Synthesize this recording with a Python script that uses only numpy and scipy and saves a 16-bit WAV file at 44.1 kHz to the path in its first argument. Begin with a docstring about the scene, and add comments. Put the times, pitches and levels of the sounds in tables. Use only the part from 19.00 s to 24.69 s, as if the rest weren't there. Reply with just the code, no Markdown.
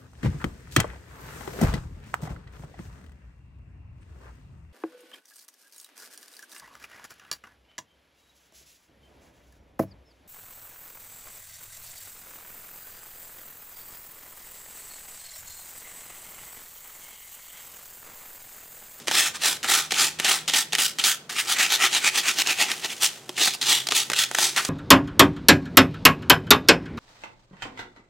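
"""A sanding pad works the paper-covered edge of a wooden cutout, close to the microphone in a small room.
First long single strokes, many landing with a few taps, then quick scrubbing to and fro, then single
strokes again. Grains of grit snap through the fibres and ring the board and the hollow of the hand-held
pad. Behind the work lie the air of the room and the faint drone of a motor far away."""
import sys
import numpy as np
from scipy import signal
from scipy.fft import rfft, irfft
from scipy.io import wavfile
from scipy.ndimage import uniform_filter1d

SR = 44100
rng = np.random.default_rng(int(sys.argv[2]) if len(sys.argv) > 2 else 0)


def wav_record(signal):
    """Record a signal, one row per channel, as 16-bit PCM in the file named by sys.argv[1]."""
    frames = np.transpose(np.atleast_2d(signal))
    bounded = np.clip(frames, -1, 1)
    # unit amplitude maps onto the largest positive 16-bit level
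    quanta = np.round(bounded * 32767).astype(np.int16)
    wavfile.write(sys.argv[1], SR, quanta)


N = 250912
TIME = np.arange(N) / SR
FFT_SIZE, TOP_HZ = 2 ** 15, 15950
HZ = np.maximum(np.arange(FFT_SIZE // 2 + 1) * SR / FFT_SIZE, 1)


def undb(db):
    """Decibels to gain."""
    return 10 ** (np.asarray(db) / 20)


def unit(x):
    """Scale to rms 1."""
    return x / np.sqrt(np.mean(np.abs(x) ** 2))


def fader(points):
    """Gain over time through (seconds, dB) points."""
    return undb(np.interp(TIME, *np.transpose(points)))


def colour(points):
    """Causal frequency response through (Hz, dB) points."""
    hz, db = np.transpose(points)
    gain = undb(np.interp(np.log(HZ), np.log(hz), db))
    cepstrum = irfft(np.log(gain))
    cepstrum[1:FFT_SIZE // 2] *= 2
    cepstrum[FFT_SIZE // 2 + 1:] = 0
    return np.exp(rfft(cepstrum))


def resonance(hz, q):
    """Response of one damped mode, 1 at its centre."""
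    return 1 / (1 + 1j * q * (HZ / hz - hz / HZ))


def boost(hz, q, db):
    """A resonance standing db above an otherwise flat response."""
    return 1 + (undb(db) - 1) * resonance(hz, q)


def through(x, response):
    """Filter a sound by a frequency response."""
    impulse = irfft(response)[None, :FFT_SIZE // 4]
    return signal.fftconvolve(np.atleast_2d(x), impulse, axes=1)[:, :np.shape(x)[-1]]


def lowpass(x, hz):
    """Roll the treble off gently above hz."""
    return signal.sosfilt(signal.butter(1, hz, fs=SR, output="sos"), x)


def wander(rate):
    """Smooth random drift with about rate turns a second."""
    return np.interp(TIME * rate, np.arange(N), rng.standard_normal(N))


def piece(texture, start, count):
    """Take count samples of a running texture from a given time."""
    return np.take(texture, int(start * SR) + np.arange(count), axis=1, mode="wrap")


def add(out, start, x):
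    """Mix a sound in at a time, trimmed at both ends."""
    first = int(round(start * SR))
    lo, hi = max(first, 0), min(first + x.shape[1], N)
    if hi > lo:
        out[:, lo:hi] += x[:, lo - first:hi - first]


# The air of the small room. Each row: frequency in Hz, relative level in dB.
AIR_SPECTRUM = [(25, -32), (60, -24), (140, -6), (600, -11.5), (16000, -45.5)]

def room_air(level_db=-52):
    """A low, steady hush all round the microphone."""
    return undb(level_db) * unit(through(rng.standard_normal(N), colour(AIR_SPECTRUM)))


# A motor, far off. Each row: loudest moment in seconds, half length in seconds, pitch in Hz, level in dB.
MOTOR_TONES = [(.7, 0.92, 79.5, -64), (1.25, 0.77, 157.6, -55), (5.1, 0.94, 131.3, -56.5)]

def distant_motor(waver=0.013):
    """Low tones swell and fade, wavering in pitch and level."""
    out = np.zeros(N)
    for peak_s, half_s, hz, db in MOTOR_TONES:
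        phase = 2 * np.pi * np.cumsum(hz * (1 + waver * wander(5.26))) / SR
        swell = np.exp(-((TIME - peak_s) / half_s) ** 2)
        out += np.sqrt(2) * np.sin(phase) * swell * undb(db + wander(8.4))
    return out


def room_tail(x, wet_db=-17.5, low_t60_s=.47, treble_t60_s=.3):
    """The furnished room returns a soft diffuse tail, shorter in the treble."""
    t = TIME[:FFT_SIZE]
    noise = rng.standard_normal((2, FFT_SIZE))
    low = lowpass(noise, hz=4500)
    tail = low * undb(-60 * t / low_t60_s) + (noise - low) * undb(-60 * t / treble_t60_s)
    tail = unit(tail * (t > .006)) / np.sqrt(FFT_SIZE)
    return undb(wet_db) * signal.fftconvolve(x[None], tail, axes=1)[:, :N]


# How unlike the microphone's two ports hear the work. Each row: frequency in Hz, side gain in dB.
STEREO_WIDTH = [(300, -35), (2000, -17), (7000, -3)]
# The pad is off to the right, near the middle, then out again. 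Each row: time in seconds, side gain in dB.
PAD_POSITION = [(2.1, -7), (2.5, -6.5), (3.9, -11.5), (4.4, -7)]

def close_microphone(mid, side, lean=-0.31):
    """Mid and side become left and right; the treble leans to the right port."""
    side = through(side + lean * mid, colour(STEREO_WIDTH)) * fader(PAD_POSITION)
    return np.vstack([mid + side, mid - side])


# Modes of the held board. Each row: frequency in Hz, width in Hz, level in dB against the broad sound.
BOARD_MODES = [(367.7, 5.5, 1), (1229, 69, 0), (1344, 62, 4), (1508, 79, 0.5), (1840, 213, -1),
               (6430, 71, -22)]

def board(x, level_db=-0.5):
    """Whatever touches the edge rings the same wooden modes."""
    modes = sum(undb(db) * resonance(hz, hz / width) for hz, width, db in BOARD_MODES)
    return through(x, undb(level_db) * (1 + modes))


def grit(per_s, spread_db, judder_db, judder_rate):
    """Tiny snaps of grains tearing fibres, bunched by stick and slip; rows are mid and side."""
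    hits = (rng.random(N) < per_s / SR) * rng.choice([-1, 1], N)
    strength = undb(spread_db * np.minimum(rng.exponential(size=N), 5))
    judder = undb(judder_db * wander(judder_rate))
    # each grain sits at its own place along the edge
    return unit(hits * strength * judder) * np.array([np.ones(N), rng.standard_normal(N)])


# Grit on paper and wood, heard close up. Each row: frequency in Hz, relative level in dB.
RASP_SPECTRUM = [(50, -53.5), (220, -14.5), (380, -8), (540, -16.5), (800, -2), (1000, -8), (1350, -8),
                 (3100, 1.5), (4800, -1), (6500, -0.5), (9000, -3.5), (11000, -9), (16000, -14.5)]

def rasp_response():
    """The bright colour shared by every scratch of the grit."""
    return unit(colour(RASP_SPECTRUM))


# Light contact while the pad turns round. Each row: time in seconds, level in dB.
RUB_LEVELS = [(0, -41.5), (.04, -51.5), (1.96, -52.5), (2.28, -79), (2.31, -37.5), (3.7, -38.5),
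              (4.15, -42), (4.21, -52), (5.5, -42), (5.62, -34.5)]

def rubbing(grains, rasp):
    """Light rubbing makes the board hum hollowly."""
    return through(grains * fader(RUB_LEVELS), rasp * boost(hz=390, q=3.3, db=10))


# The board under a blow. Each row: frequency in Hz, relative level in dB.
THUD_SPECTRUM = [(40, -25), (210, 2.5), (780, 5.5), (1200, -4.5), (16000, -73)]
# The grit bites as the pad takes hold. Each row: start in seconds, level in dB, centre in Hz.
GRIT_BITES = [(0.0714, -26.5, 1900), (.629, -28.5, 2100), (.9055, -28.5, 2800), (.936, -29, 3000),
              (.972, -35, 3000), (1.1868, -28.5, 2000), (1.243, -20.5, 2800), (1.309, -20.5, 1400),
              (1.4772, -23.5, 3520), (1.534, -19.5, 3180), (1.722, -31.5, 3000), (1.7825, -22.5, 2710),
              (1.985, -25.5, 3100), (2.0379, -20.5, 3930), (2.293, -31.5, 1520), (2.585, -24, 5700),
              (3.2765, -25, 6050), (4.377, -26, 2000), (4.612, -24.5, 4000), (4.905, -26, 3500),
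              (5.562, -20, 1700)]
# The pad knocks on the edge. Each row: start in seconds, crunch level in dB, crunch centre in Hz,
# thud level in dB, thud centre in Hz.
PAD_KNOCKS = [(.081, -18.5, 1960, -25, 267), (0.1119, -16.5, 2340, -27, 900), (.643, -15, 1400, -24.5, 687),
              (0.7962, -20, 1360, -44, 410), (0.9199, -19, 860, -29.5, 230), (1.198, -20, 2100, -32, 860),
              (1.4959, -25, 2850, -39, 576), (1.7321, -18, 2200, -33.5, 400),
              (1.7502, -14.5, 2180, -43, 180), (3.471, -19.5, 5200, -49, 350),
              (3.7149, -15, 2230, -48, 200), (4.2917, -27, 3680, -31, 364),
              (4.473, -13.5, 1690, -27.5, 775), (4.8691, -20.5, 4450, -42, 300),
              (4.8867, -20.5, 4300, -33.5, 700), (4.919, -17, 1190, -28, 430),
              (5.0992, -19.5, 1800, -30.5, 760), (5.116, -20, 2000, -34, 490),
              (5.1325, -16.5, 2050, -38, 480), (5.237, -21, 3100, -50, 900),
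              (5.3126, -27.5, 1650, -35, 810), (5.347, -15, 1650, -41, 460),
              (5.3846, -12.5, 1210, -28, 785), (5.649, -19, 5850, -33, 250)]

def bites_and_knocks(rasp, snap=1.7, bite_thud_db=-20.5, bite_thud_hz=235):
    """The pad meets the edge: a snap, a crush of grit (long in a bite, short in a knock) and a thud."""
    out = np.zeros((2, N))
    blow = unit(colour(THUD_SPECTRUM))
    grains = grit(per_s=20000, spread_db=1, judder_db=4, judder_rate=650)
    # seconds for the soft pad to press home, the crunch to decay and the thud to decay
    bite_times, knock_times = (.002, .029, .029), (.001193, .0037, .0047)
    bites = [(*bite_times, s, db, hz, db + bite_thud_db, bite_thud_hz) for s, db, hz in GRIT_BITES]
    knocks = [(*knock_times, *row) for row in PAD_KNOCKS]
    t = TIME[:FFT_SIZE // 4]
    force = lambda press, decay: np.minimum(t / press, np.exp((press - t) / decay))
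    for press, crunch_decay, thud_decay, start, crunch_db, crunch_hz, thud_db, thud_hz in bites + knocks:
        crush = piece(grains, start, len(t)) * force(press, crunch_decay)
        crush[0, int(press * SR)] += snap
        softness = 1 / (1 + 1j * HZ / (12 * crunch_hz))  # a soft, low contact has little treble
        crunch_tone = rasp * boost(crunch_hz, q=2.27, db=7.5) * softness
        add(out, start, undb(crunch_db) * through(crush, crunch_tone))
        shudder = piece(grains, start + 1, len(t)) * force(press, thud_decay)
        add(out, start, undb(thud_db) * through(shudder, blow * boost(thud_hz, q=6, db=11)))
    return out


def edge_spot(tilt_db, ripple_db=4.5, count=48):
    """Each spot on the edge favours other modes: random peaks and dips on a tilt in dB per octave."""
    tilt = colour([(hz, tilt_db * np.log2(hz / 3000)) for hz in (150, TOP_HZ)])
    ripple_hz = np.linspace(np.sqrt(150), np.sqrt(TOP_HZ), count) ** 2
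    return tilt * colour(np.c_[ripple_hz, ripple_db * rng.uniform(-1, 1, count)])


# How the hand holds the pad. Each row: time in seconds, pad resonance in Hz, its height in dB,
# tilt in dB per octave.
PAD_GRIP = [(1.3, 3040, 1, .1), (2.1, 3300, 1.5, 3), (2.85, 3800, 8.5, -0.7), (3.2, 3060, 4.5, -0.1),
            (3.62, 2550, 5.5, -1.36), (3.8, 2730, 0.5, -4), (4.04, 3250, 3.5, 1.1), (4.42, 3960, 5, -0.44),
            (5.2, 3480, 7.5, 1), (5.45, 3580, 1.5, -0.3)]

def grip_at(s):
    """The grip sets the pad's resonance and the brightness of the scratch."""
    times, *controls = np.transpose(PAD_GRIP)
    return [np.interp(s, times, control) for control in controls]


# Single strokes along the edge, close to the microphone. Each row: moment of top speed in seconds,
# slowing time in seconds, level in dB, height of the woody resonance in dB.
SINGLE_STROKES = [(0.176, 0.068, -17.5, -1), (0.265, 0.032, -26, 5.5), (.357, .021, -35, 9.5),
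                  (0.467, .059, -18, .5), (0.732, 0.076, -18.5, 2.5), (1.012, 0.067, -18.5, -0.5),
                  (1.3, .068, -20.5, 6), (1.574, .047, -20.5, 1.5), (1.824, .056, -22, 1.5),
                  (2.077, 0.051, -22.5, 7), (4.041, 0.033, -18, -1.5), (4.432, .06, -17.5, -10),
                  (4.54, 0.017, -27, -6), (4.712, .072, -18, -5), (4.975, 0.049, -22, -3.5),
                  (5.194, .048, -20.5, 4.5), (5.419, 0.074, -20.5, -5), (5.583, 0.022, -29, 18)]

def strokes(rise_share=.7):
    """Single movements of the pad, each speeding up faster than it slows."""
    for peak_s, fall, db, wood_db in SINGLE_STROKES:
        yield (peak_s, rise_share * fall, fall, db, wood_db, *grip_at(peak_s))


# Quick scrubs, just as close, out and back in turn.
# Each row: moment of top speed in seconds, rise time in seconds, level in dB.
QUICK_SCRUBS = [(2.399, 0.031, -25), (2.52, 0.038, -21.5), (2.63, 0.054, -21), (2.742, 0.041, -21.5),
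                (2.848, 0.038, -16), (2.965, 0.038, -20), (3.071, .038, -19), (3.184, 0.04, -21),
                (3.289, 0.042, -22.5), (3.405, 0.031, -19.5), (3.508, .038, -21.5), (3.622, .038, -20),
                (3.712, 0.044, -27), (3.853, 0.024, -26), (3.918, 0.026, -30.5)]

def scrubs(fall_share=0.66, first_wood_db=5, wood_db_per_s=-7):
    """Movements to and fro; the woody resonance fades as they work towards the holding hand."""
    for k, (peak_s, rise, db) in enumerate(QUICK_SCRUBS):
        pad_hz, pad_db, tilt_db = grip_at(peak_s)
        wood_db = first_wood_db + wood_db_per_s * (peak_s - QUICK_SCRUBS[0][0])
        if k % 2 == 0:  # pressed on an outward scrub, the pad rings lower and the wood rings more
            pad_hz, pad_db, wood_db = 2330, 8, wood_db + 1
        yield peak_s, rise, fall_share * rise, db, wood_db, pad_hz, pad_db, tilt_db


def sanding(grains, rasp, movements, pad_glide=0.018, brighten_db_per_octave=.5):
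    """Each movement speeds up and dies away, its grit ringing the wood and the hollow of the pad."""
    out = np.zeros((2, N))
    dull = lowpass(grains, hz=5000)
    for peak_s, rise, fall, db, wood_db, pad_hz, pad_db, tilt_db in movements:
        t = np.arange(-3 * rise, 3 * fall, 1 / SR)
        speed = np.exp(-np.where(t < 0, np.abs(t / rise) ** 1.93, np.abs(t / fall) ** 1.67))
        # faster grit makes sharper snaps, so the treble comes last and leaves first
        sharp = speed ** 0.26
        snaps = sharp * piece(grains, peak_s, len(t)) + (1 - sharp) * piece(dull, peak_s, len(t))
        scratch = undb(db) * speed * snaps
        wood = boost(hz=1400, q=1.74, db=wood_db)
        # the pad slides from spot to spot, heavy then light: it brightens and its resonance rises
        travel = (1 + np.tanh(4 * t / (rise + fall))) / 2
        for share, way in ((1 - travel, -1), (travel, 1)):
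            spot = edge_spot(tilt_db + way * brighten_db_per_octave)
            pad = boost(pad_hz * (1 + way * pad_glide), q=3.1, db=pad_db)
            add(out, peak_s + t[0], through(scratch * share, rasp * wood * pad * spot))
    return out


def scene():
    """Pad and board right at the microphone, the small room around them, the motor far behind."""
    rasp = rasp_response()
    fine = grit(per_s=20000, spread_db=2, judder_db=3, judder_rate=300)
    coarse = grit(per_s=160, spread_db=2, judder_db=0, judder_rate=0)  # snags fibres and crackles
    grains = fine + undb(-14) * coarse
    scratches = sanding(grains, rasp, [*strokes(), *scrubs()])
    mid, side = board(rubbing(grains, rasp) + bites_and_knocks(rasp) + scratches)
    return close_microphone(mid, side) + room_tail(mid) + room_air() + distant_motor()


def record(dry, limit_db=-12.5, ceiling=.7):
    """A quick limiter holds down the loudest moments and rounds the tallest peaks; the top is cut."""
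    power = uniform_filter1d(np.mean(dry ** 2, axis=0), size=60)
    loudness = np.sqrt(np.abs(power))
    held = dry * (1 + (loudness / undb(limit_db)) ** 4) ** -.25
    rounded = held * (1 + (held / ceiling) ** 4) ** -.25
    return signal.sosfilt(signal.ellip(10, .2, 75, TOP_HZ, fs=SR, output="sos"), rounded)


dry = scene()
out = record(dry)
wav_record(out)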